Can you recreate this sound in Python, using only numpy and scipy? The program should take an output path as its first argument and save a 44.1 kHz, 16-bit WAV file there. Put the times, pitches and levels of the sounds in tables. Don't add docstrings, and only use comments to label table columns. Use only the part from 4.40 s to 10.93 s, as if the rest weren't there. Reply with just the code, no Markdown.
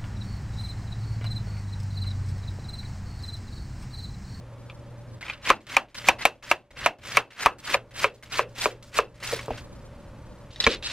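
import sys
import numpy as np
from scipy import signal
from scipy.fft import rfft, irfft
from scipy.io import wavfile
from scipy.ndimage import uniform_filter1d

SR = 44100
rng = np.random.default_rng(int(sys.argv[2]) if len(sys.argv) > 2 else 0)


def file_out(sig):
    cols = np.atleast_2d(sig).T
    lim = np.clip(cols, -1, 1)
    pcm = np.round(lim * 32767).astype(np.int16)
    wavfile.write(sys.argv[1], SR, pcm)


N = 287866

# bite in seconds, level in dB, through in seconds, level in dB,
# brightness in dB, rise to the bite in dB/s, final decay in dB/s, treble lost afterwards in dB.
CUT_STROKES = [(0.882, -40, 0.905, -39, -2.5, 3000, 200, 2), (1.05, -40, 1.1, -24, 1, 500, 450, 6),
               (1.3, -40, 1.35, -34.5, 3, 600, 300.5, 12.5), (1.652, -42, 1.678, -29, 5.5, 900, 400, 8),
               (1.787, -42, 1.827, -34.5, 0.5, 4998, 281, 3),
               (2.093, -42.5, 2.111, -33, 4, 699.5, 399, 7.5),
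               (2.371, -43.5, 2.47, -31, -0.5, 899, 449.5, 15), (2.64, -44, 2.772, -31, 3, 700, 380, 8),
               (2.98, -40, 3.06, -29, 1, 700, 500, 12), (3.26, -38, 3.34, -26, 3, 500, 450, 11),
               (3.57, -36, 3.642, -27.5, 4, 600, 420, 10), (3.92, -37, 3.992, -27, 3, 800, 420, 9),
               (4.162, -40.5, 4.249, -29.5, 6, 1500, 309, 3), (4.55, -38, 4.585, -27, 6, 700, 450, 10),
               (4.83, -39, 4.925, -33, 7, 3000, 130, 1), (5.16, -48, 5.19, -44, 6, 700, 400, 0),
               (6.202, -31, 6.345, -31, -1, 30000, 450, 8), (6.425, -37, 6.53, -32, 0, 30000, 300, 0)]
# start in seconds, level in dB, fade in dB/s, brightness in dB.
LEAF_RUSTLES = [(0.81, -41.5, 62, -0.5), (0.999, -53, 346, -5), (1.205, -60.5, 124, 5), (1.268, -46, 14, 2),
                (1.485, -59, 202, 1), (1.545, -41.5, 36, 4.5), (2.025, -45, -4, 3), (2.306, -51, 304.5, 1),
                (2.586, -57, 293, 2), (2.905, -49, 100, 0.5), (3.185, -53.5, 111, 6.5),
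                (3.509, -49.5, 305, 1.5), (3.74, -62, 161, 8), (3.826, -46, 165, 3.5), (4.09, -62.5, 98, 9),
                (4.426, -55.5, 103, 10), (4.743, -58, 63, 3.5), (4.801, -47, 200, 4),
                (5.057, -50, 155, 14.5), (5.104, -42.5, 53, -1.5), (6.105, -54, 37, 4.5)]
# frequency in Hz, relative density in dB.
CABBAGE_SPECTRUM = [(150, -43), (250, -19.5), (850, -12.5), (1150, -5.5), (1470, 4), (2760, 0.5),
                    (4730, -7.5), (11700, -25.5), (14900, -27), (16000, -53)]
ONION_SPECTRUM = [(300, -20), (1000, -22.5), (1600, -4), (2500, -3), (4000, 2.5), (5500, -7), (9000, -20.5),
                  (15000, -62)]
# frequency in Hz, width in Hz, gain in dB.
CABBAGE_PEAKS = [(1260, 28, -12.5), (2150, 280, -10.5), (2700, 210, -10), (3160, 55, -10)]
ONION_PEAKS = [(2750, 320, -3.5), (3900, 410, -4), (4570, 190, -21)]
# start in seconds, gain in dB, pitch in Hz.
RIB_SNAPS = [(0.2988, -25, 2480), (0.8275, -21, 2150), (0.852, -30.5, 2400), (0.8648, -24, 2500),
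             (0.8818, -19.5, 2330), (0.8983, -13.5, 2380), (0.935, -24, 2750), (1.051, -25.5, 3080),
             (1.075, -11, 2500), (1.096, -9, 2700), (1.643, -19.5, 2090), (1.7921, -28, 2150),
             (1.81, -22, 2000), (2.4415, -19, 3000), (2.751, -18, 2500), (3.297, -20.5, 2000),
             (3.5468, -33, 2730), (3.9283, -26, 1644), (3.941, -19.5, 2700), (4.1602, -31.5, 2610),
             (4.559, -30.5, 2480), (4.827, -20, 2020), (4.992, -17.5, 2130), (5.178, -28, 2870),
             (6.16, -25, 3800), (6.2022, -11.5, 3900), (6.2399, -5.5, 3660), (6.327, -19.5, 3660)]
# start in seconds, gain in dB, six band gains in dB, bounce gain in dB.
BOARD_KNOCKS = [(1.102, -2.5, -8.5, -15.5, -9.5, 2.5, -1, -9, -8.5),
                (1.367, -2.5, -14, -21, -6, -5.5, 1.5, -7, -22),
                (1.6861, 2, -15.5, -24, -6, -5.5, -0.5, -4.5, -14),
                (1.853, -0.5, -19, -18.5, -8.5, -10, -0.5, -2.5, -13.5),
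                (2.114, -3.5, -17, -19, -9.5, -6.5, -0.5, -7, -21.5),
                (2.461, -2.5, -15, -19.5, -3.5, -6.5, -1.5, -8.5, -22),
                (2.7708, 0.5, -20.5, -17, -11, -3, -1, -6, -19),
                (3.06, -2.5, -12.5, -14.5, -10, 5.5, -4.5, -6, -13.5),
                (3.343, -7.5, -19.5, -7.5, -10, -2, -4, -29, -9.5),
                (3.643, -3.5, -26.5, -8.5, -13.5, -6.5, -7, -18, -10.5),
                (3.993, -6, -33, -5, -15.5, -4.5, -12, -32, -11.5),
                (4.2567, -7.5, -14, -2.5, -10.5, -2.5, -16.5, -18, -11.5),
                (4.5878, -2, -22.5, -9, -15, -4, -17.5, -34, -11),
                (4.9254, -13, -29, -3, -17.5, -24, -40, -10, -1.5),
                (5.082, -25, -3, 6, -13, -4, -25, -24, -9.5),
                (5.106, -20, 3.5, -4.5, -1.5, -13.5, -18, -35, -10),
                (6.2659, -0.5, -5, -6.5, -26, -6.5, -4.5, -22, -7)]
KNOCK_CENTRES_HZ = [280, 480, 730, 1100, 2500, 6000]
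# frequency in Hz, gain in dB, T60 in seconds.
KNOCK_RESONANCES = [(55.6, -17.5, 0.072), (258, -17.5, 0.073), (339, -19.5, 0.12), (449.2, -9, 0.074),
                    (569.3, 0, 0.041), (736, 3, 0.02), (954, -5, 0.038), (1026, -8.5, 0.04),
                    (1120, -5.5, 0.031), (1242, -3.5, 0.028), (1350, -9, 0.026), (1680, -5.5, 0.022),
                    (2090, -9.5, 0.019), (2364, 1.5, 0.015), (2480, 1, 0.0094), (2554, 3, 0.014),
                    (3040, -7, 0.0022), (3066, -12, 0.025)]
# frequency in Hz, gain in dB, T60 in seconds.
WALL_RING = [(254, -33.5, 0.45), (525, -17.5, 0.23), (990, -22, 0.15), (1700, -21.5, 0.1),
             (2500, -21.5, 0.073), (5000, -31.5, 0.098), (10080, -35.5, 0.068)]
# return in seconds, top level in dB, sink start in seconds, sink in dB/s.
ROOM_SWELLS = [(0, -46.5, .78, 0), (.79, -52.5, 1.152, 115), (1.27, -53, 1.33, 60), (1.55, -47, 1.69, 52),
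               (2.03, -55, 2.08, 50), (2.31, -47, 2.46, 200), (2.59, -47, 2.77, 170), (2.91, -57, 3.07, 5),
               (3.19, -49, 3.33, 35), (3.51, -50, 3.6, 40), (3.83, -50, 3.97, 5), (4.8, -45, 4.93, 1),
               (6.11, -45, 6.25, 14)]
# frequency in Hz, relative density in dB.
AIR_SPECTRUM = [(12, -40.5), (24, -9), (107, -8.5), (347, -19), (422, -24), (574, -12.5), (678, -27.5),
                (873, -23), (2910, -38), (10500, -52), (16000, -64.5)]
# frequency in Hz, width in Hz, steady share from 0 to 1.
HUM_AND_RUMBLE = [(118.5, 7.8, 0.79), (582, 13, 0.2), (54, 32, 0.3)]
# time in seconds, then the gain of each over the air noise in dB.
HUM_AND_RUMBLE_GAINS = [(.78, 4, -13, -11), (0.801, -1.5, -5.5, -5.5), (5.1, 1.5, -13.5, -5.5),
                        (5.201, -6, -20, -2.5)]
# frequency in Hz, gain against the shared sound in dB.
SCATTER_SPECTRUM = [(30, -22), (60, -34.5), (150, -16.5), (300, -6), (600, -16), (1200, -12.5),
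                    (2000, -21.5), (4000, -2), (8000, 2), (12000, 6.5)]

ONION_FROM_S = 6.1
DULLING_S, RUSTLE_STOP_DB_PER_S = 0.049, 600
CLUMPS_DB, CLUMP_S = 1, 0.0089
TEARS_DB, TEAR_S = 1.5, 0.007
BANDS_DB, BAND_S = 0.88, 0.046
CRACKLE_PER_S, CRACKLE_DB = 180, -1
CONTACT_LOW_RATIO, CONTACT_TOP_HZ = 0.41, 4900
HOLLOW_BELOW_HZ, HOLLOW_FIRST_DB, HOLLOW_BOUNCE_DB = 650, -1, 7.5
DETUNE = 0.027
BLADE_HZ, BLADE_WIDTH_HZ, BLADE_DB, BLADE_T60_S = 2660, 110, -29, 0.16
FAR_RING_DB, FAR_RING_T60_S = -37.5, 0.55
ROOM_RISE_DB_PER_S = 51
LEFT_LAG_S = 14e-6
CABBAGE_CEILING, ONION_CEILING, CUTOFF_HZ = 0.55, 0.51, 16800


def crunch(bursts_per_s, spread_db, ring_cycles, swell_cycles):
    level_db, bright_db = crunch_envelope()
    clumps_db = CLUMPS_DB * wander(CLUMP_S) + BANDS_DB * wander(BAND_S)
    tears_db = TEARS_DB * wander(TEAR_S)
    crackle = (rng.random(N) < CRACKLE_PER_S / SR) * amp(CRACKLE_DB + 2.4 * rng.standard_normal(N))
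    crackle *= rng.choice([-1, 1], N)
    bursts = (rng.random(N) < bursts_per_s / SR) * amp(spread_db * np.minimum(rng.exponential(1, N), 4))
    bursts *= rng.choice([-1, 1], N)
    pitches_hz, burst_band = np.geomspace(300, 15000, num=24), rng.integers(0, 24, N)
    cabbage = amp(at_hz(CABBAGE_SPECTRUM, pitches_hz)) * np.sqrt(pitches_hz)
    onion = amp(at_hz(ONION_SPECTRUM, pitches_hz)) * np.sqrt(pitches_hz)
    on_onion = np.arange(N) >= ONION_FROM_S * SR
    out = np.zeros(N)
    for k, hz in enumerate(pitches_hz):
        clicks = bursts * (burst_band == k) + crackle * (1000 < hz < 7000) / 2
        cells = ring(ring(clicks, hz, ring_cycles / hz), hz, swell_cycles / hz)
        weight = np.where(on_onion, onion[k] / np.linalg.norm(onion),
                          cabbage[k] / np.linalg.norm(cabbage))
        treble_octaves = np.clip(np.log2(hz / 2600), 0, 1.3)
        band_db = level_db + treble_octaves * bright_db + tears_db + np.roll(clumps_db, k * N // 24)
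        out += weight * amp(band_db) * rms_one(cells)
    return np.where(on_onion, amp(-3) * rasp(out, ONION_PEAKS), amp(-1.9) * rasp(out, CABBAGE_PEAKS))


def crunch_envelope():
    t, shapes = np.arange(N) / SR, []
    ends_s = np.array(CUT_STROKES)[:, 2]
    for start_s, db, fade, tilt_db in LEAF_RUSTLES:
        after_cut_s = np.maximum(t - ends_s[ends_s > start_s].min(), 0)
        rustle_db = db - fade * (t - start_s) - RUSTLE_STOP_DB_PER_S * after_cut_s
        shapes.append((np.where(t >= start_s, rustle_db, -120.), tilt_db))
    for bite_s, bite_db, through_s, through_db, tilt_db, rise, decay, dulling_db in CUT_STROKES:
        early_s, late_s = np.maximum(bite_s - t, 0), np.maximum(t - through_s, 0)
        cut_db = np.interp(t, [bite_s, through_s], [bite_db, through_db])
        lost_db = dulling_db * np.minimum(late_s / DULLING_S, 1)
        shapes.append((cut_db - rise * early_s - decay * late_s, tilt_db - lost_db))
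    level_db, bright_db = np.full(N, -120.), np.zeros(N)
    for db, tilt_db in shapes:
        bright_db = np.where(db > level_db, tilt_db, bright_db)
        level_db = np.maximum(db, level_db)
    return level_db, bright_db


def rasp(x, peaks):
    return x + sum(amp(db) * resonate(x, hz, width_hz) for hz, width_hz, db in peaks)


def knocks(uneven_db, bounce_s):
    out, t = np.zeros(N + SR), np.arange(round(.4 * SR)) / SR
    for start_s, db, *bands_db, bounce_db in BOARD_KNOCKS:
        colour = np.transpose([KNOCK_CENTRES_HZ, bands_db])
        crack = bandpass(rng.standard_normal(len(t)) * np.exp(-t / 0.0013), 3600, 12000)
        blow = amp(bands_db[-1] - 4.5) * crack
        blow += knock_ring(t, colour, uneven_db, bounce_s, bounce_db)
        blow += wall_ring(t, colour)
        shiver = resonate(rng.standard_normal(len(t)), BLADE_HZ, BLADE_WIDTH_HZ)
        blow += amp(BLADE_DB - 60 * t / BLADE_T60_S) * rms_one(shiver)
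        at = round(start_s * SR)
        out[at:at + len(t)] += amp(db) * blow
    return out[:N]


def knock_ring(t, colour, uneven_db, bounce_s, bounce_db):
    out = np.zeros(len(t))
    for hz, db, t60_s in KNOCK_RESONANCES:
        contact, hollow = np.zeros(len(t)), hz < HOLLOW_BELOW_HZ
        touches_db = [hollow * HOLLOW_FIRST_DB, bounce_db + hollow * HOLLOW_BOUNCE_DB]
        signs = rng.choice([-1, 1], size=2)
        contact[[0, round(bounce_s * SR)]] = signs * amp(touches_db + rng.normal(0, uneven_db, 2))
        drive = bandpass(contact, CONTACT_LOW_RATIO * hz, CONTACT_TOP_HZ)
        detuned_hz = hz * (1 + DETUNE * rng.standard_normal())
        out += amp(db + at_hz(colour, hz)) * ring(drive, detuned_hz, t60_s)
    return out


def snaps():
    out, t = np.zeros(N), np.arange(round(0.035 * SR)) / SR
    for start_s, db, hz in RIB_SNAPS:
        clicks = amp(-16) * rng.standard_normal((3, len(t))) * np.exp(-t / 0.0092)
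        clicks[:, 0] = 1
        clicks = signal.lfilter([.5], [1, -.5], clicks)
        snap = ring(clicks[0], hz, t60_s=0.01)
        snap += 0.7 * ring(clicks[1], 1.35 * hz, t60_s=0.0041)
        snap += 0.31 * ring(clicks[2], 0.51 * hz, t60_s=0.015)
        at = round(start_s * SR)
        out[at:at + len(t)] += amp(db - 10.5) * snap
    return out


def wall_ring(t, colour):
    out, white = np.zeros(len(t)), rng.standard_normal((2, len(t)))
    edges_hz = 200 * 2 ** np.arange(0, 6.4, .5)
    onset = 1 - np.exp(-t / 0.0009)
    far = amp(FAR_RING_DB - 60 * t / FAR_RING_T60_S)
    for k, (low_hz, high_hz) in enumerate(zip(edges_hz, edges_hz[1:])):
        hz = np.sqrt(low_hz * high_hz)
        near = amp(-60 * t / at_hz(WALL_RING, hz, column=2))
        band = rms_one(bandpass(white[k % 2], low_hz, high_hz))
        out += amp(at_hz(WALL_RING, hz) + at_hz(colour, hz)) * onset * (near + far) * band
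    return out


def room_tone():
    t = np.arange(N) / SR
    tone = rms_one(irfft(rfft(rng.standard_normal(N)) * amp(at_hz(AIR_SPECTRUM, bins_hz())), N))
    times_s, *gains_db = np.transpose(HUM_AND_RUMBLE_GAINS)
    for (hz, width_hz, steady), db in zip(HUM_AND_RUMBLE, gains_db):
        line = np.sqrt(2) * np.sin(2 * np.pi * hz * t)
        waver = rms_one(ring(rng.standard_normal(N), hz, t60_s=np.log(1000) / (np.pi * width_hz)))
        tone += amp(np.interp(t, times_s, db)) * (steady * line + (1 - steady) * waver)
    return amp(room_level_db(t)) * tone


def room_level_db(t):
    return_s, top_db, sink_s, sink_db_per_s = np.transpose(ROOM_SWELLS)
    row = np.maximum(np.searchsorted(return_s, t, side="right") - 1, 0)
    early_s = np.clip(sink_s[row] - t, 0, .15) * (row > 1)
    late_s = np.maximum(t - sink_s[row], 0)
    return top_db[row] - ROOM_RISE_DB_PER_S * early_s - sink_db_per_s[row] * late_s


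def ring(clicks, hz, t60_s):
    r, w = amp(-60 / (t60_s * SR)), 2 * np.pi * hz / SR
    return signal.lfilter([0, np.sin(w)], [1, -2 * r * np.cos(w), r * r], clicks + 1e-18)


def resonate(x, hz, width_hz):
    return signal.lfilter(*signal.iirpeak(hz, hz / width_hz, fs=SR), x)


def bandpass(x, low_hz, high_hz):
    return signal.sosfilt(signal.butter(2, [low_hz, high_hz], "band", fs=SR, output="sos"), x)


def wander(seconds):
    width = round(seconds * SR)
    return rms_one(uniform_filter1d(uniform_filter1d(rng.standard_normal(N), width), width))


def at_hz(table, hz, column=1):
    table = np.array(table)
    return np.interp(np.log(hz), np.log(table[:, 0]), table[:, column])


def bins_hz():
    return np.maximum(np.arange(N // 2 + 1) * SR / N, 1)


def amp(db):
    return 10 ** (np.asarray(db) / 20)


def rms_one(x):
    return x / np.sqrt(np.mean(x ** 2) + 1e-20)


def scene():
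    leaves = crunch(bursts_per_s=16000, spread_db=1.5, ring_cycles=9.3, swell_cycles=2.4) + snaps()
    board = knocks(uneven_db=2.0, bounce_s=.0065)
    shared = leaves + board + room_tone()
    spectrum, half_lag = rfft(shared), np.exp(1j * np.pi * bins_hz() * LEFT_LAG_S)
    scatter_gain = amp(at_hz(SCATTER_SPECTRUM, bins_hz()))
    scatter = irfft(1j * rfft(shared - board / 2) * scatter_gain, N)
    scatter *= wander(.018)
    return np.array([irfft(spectrum / half_lag, N) + scatter, irfft(spectrum * half_lag, N) - scatter])


def record(dry):
    ceiling = np.where(np.arange(N) < ONION_FROM_S * SR, CABBAGE_CEILING, ONION_CEILING)
    limited = dry / (1 + np.abs(dry / ceiling) ** 4) ** .25
    return signal.sosfilt(signal.cheby2(12, 70, CUTOFF_HZ, fs=SR, output="sos"), limited)


dry = scene()
out = record(dry)
file_out(out)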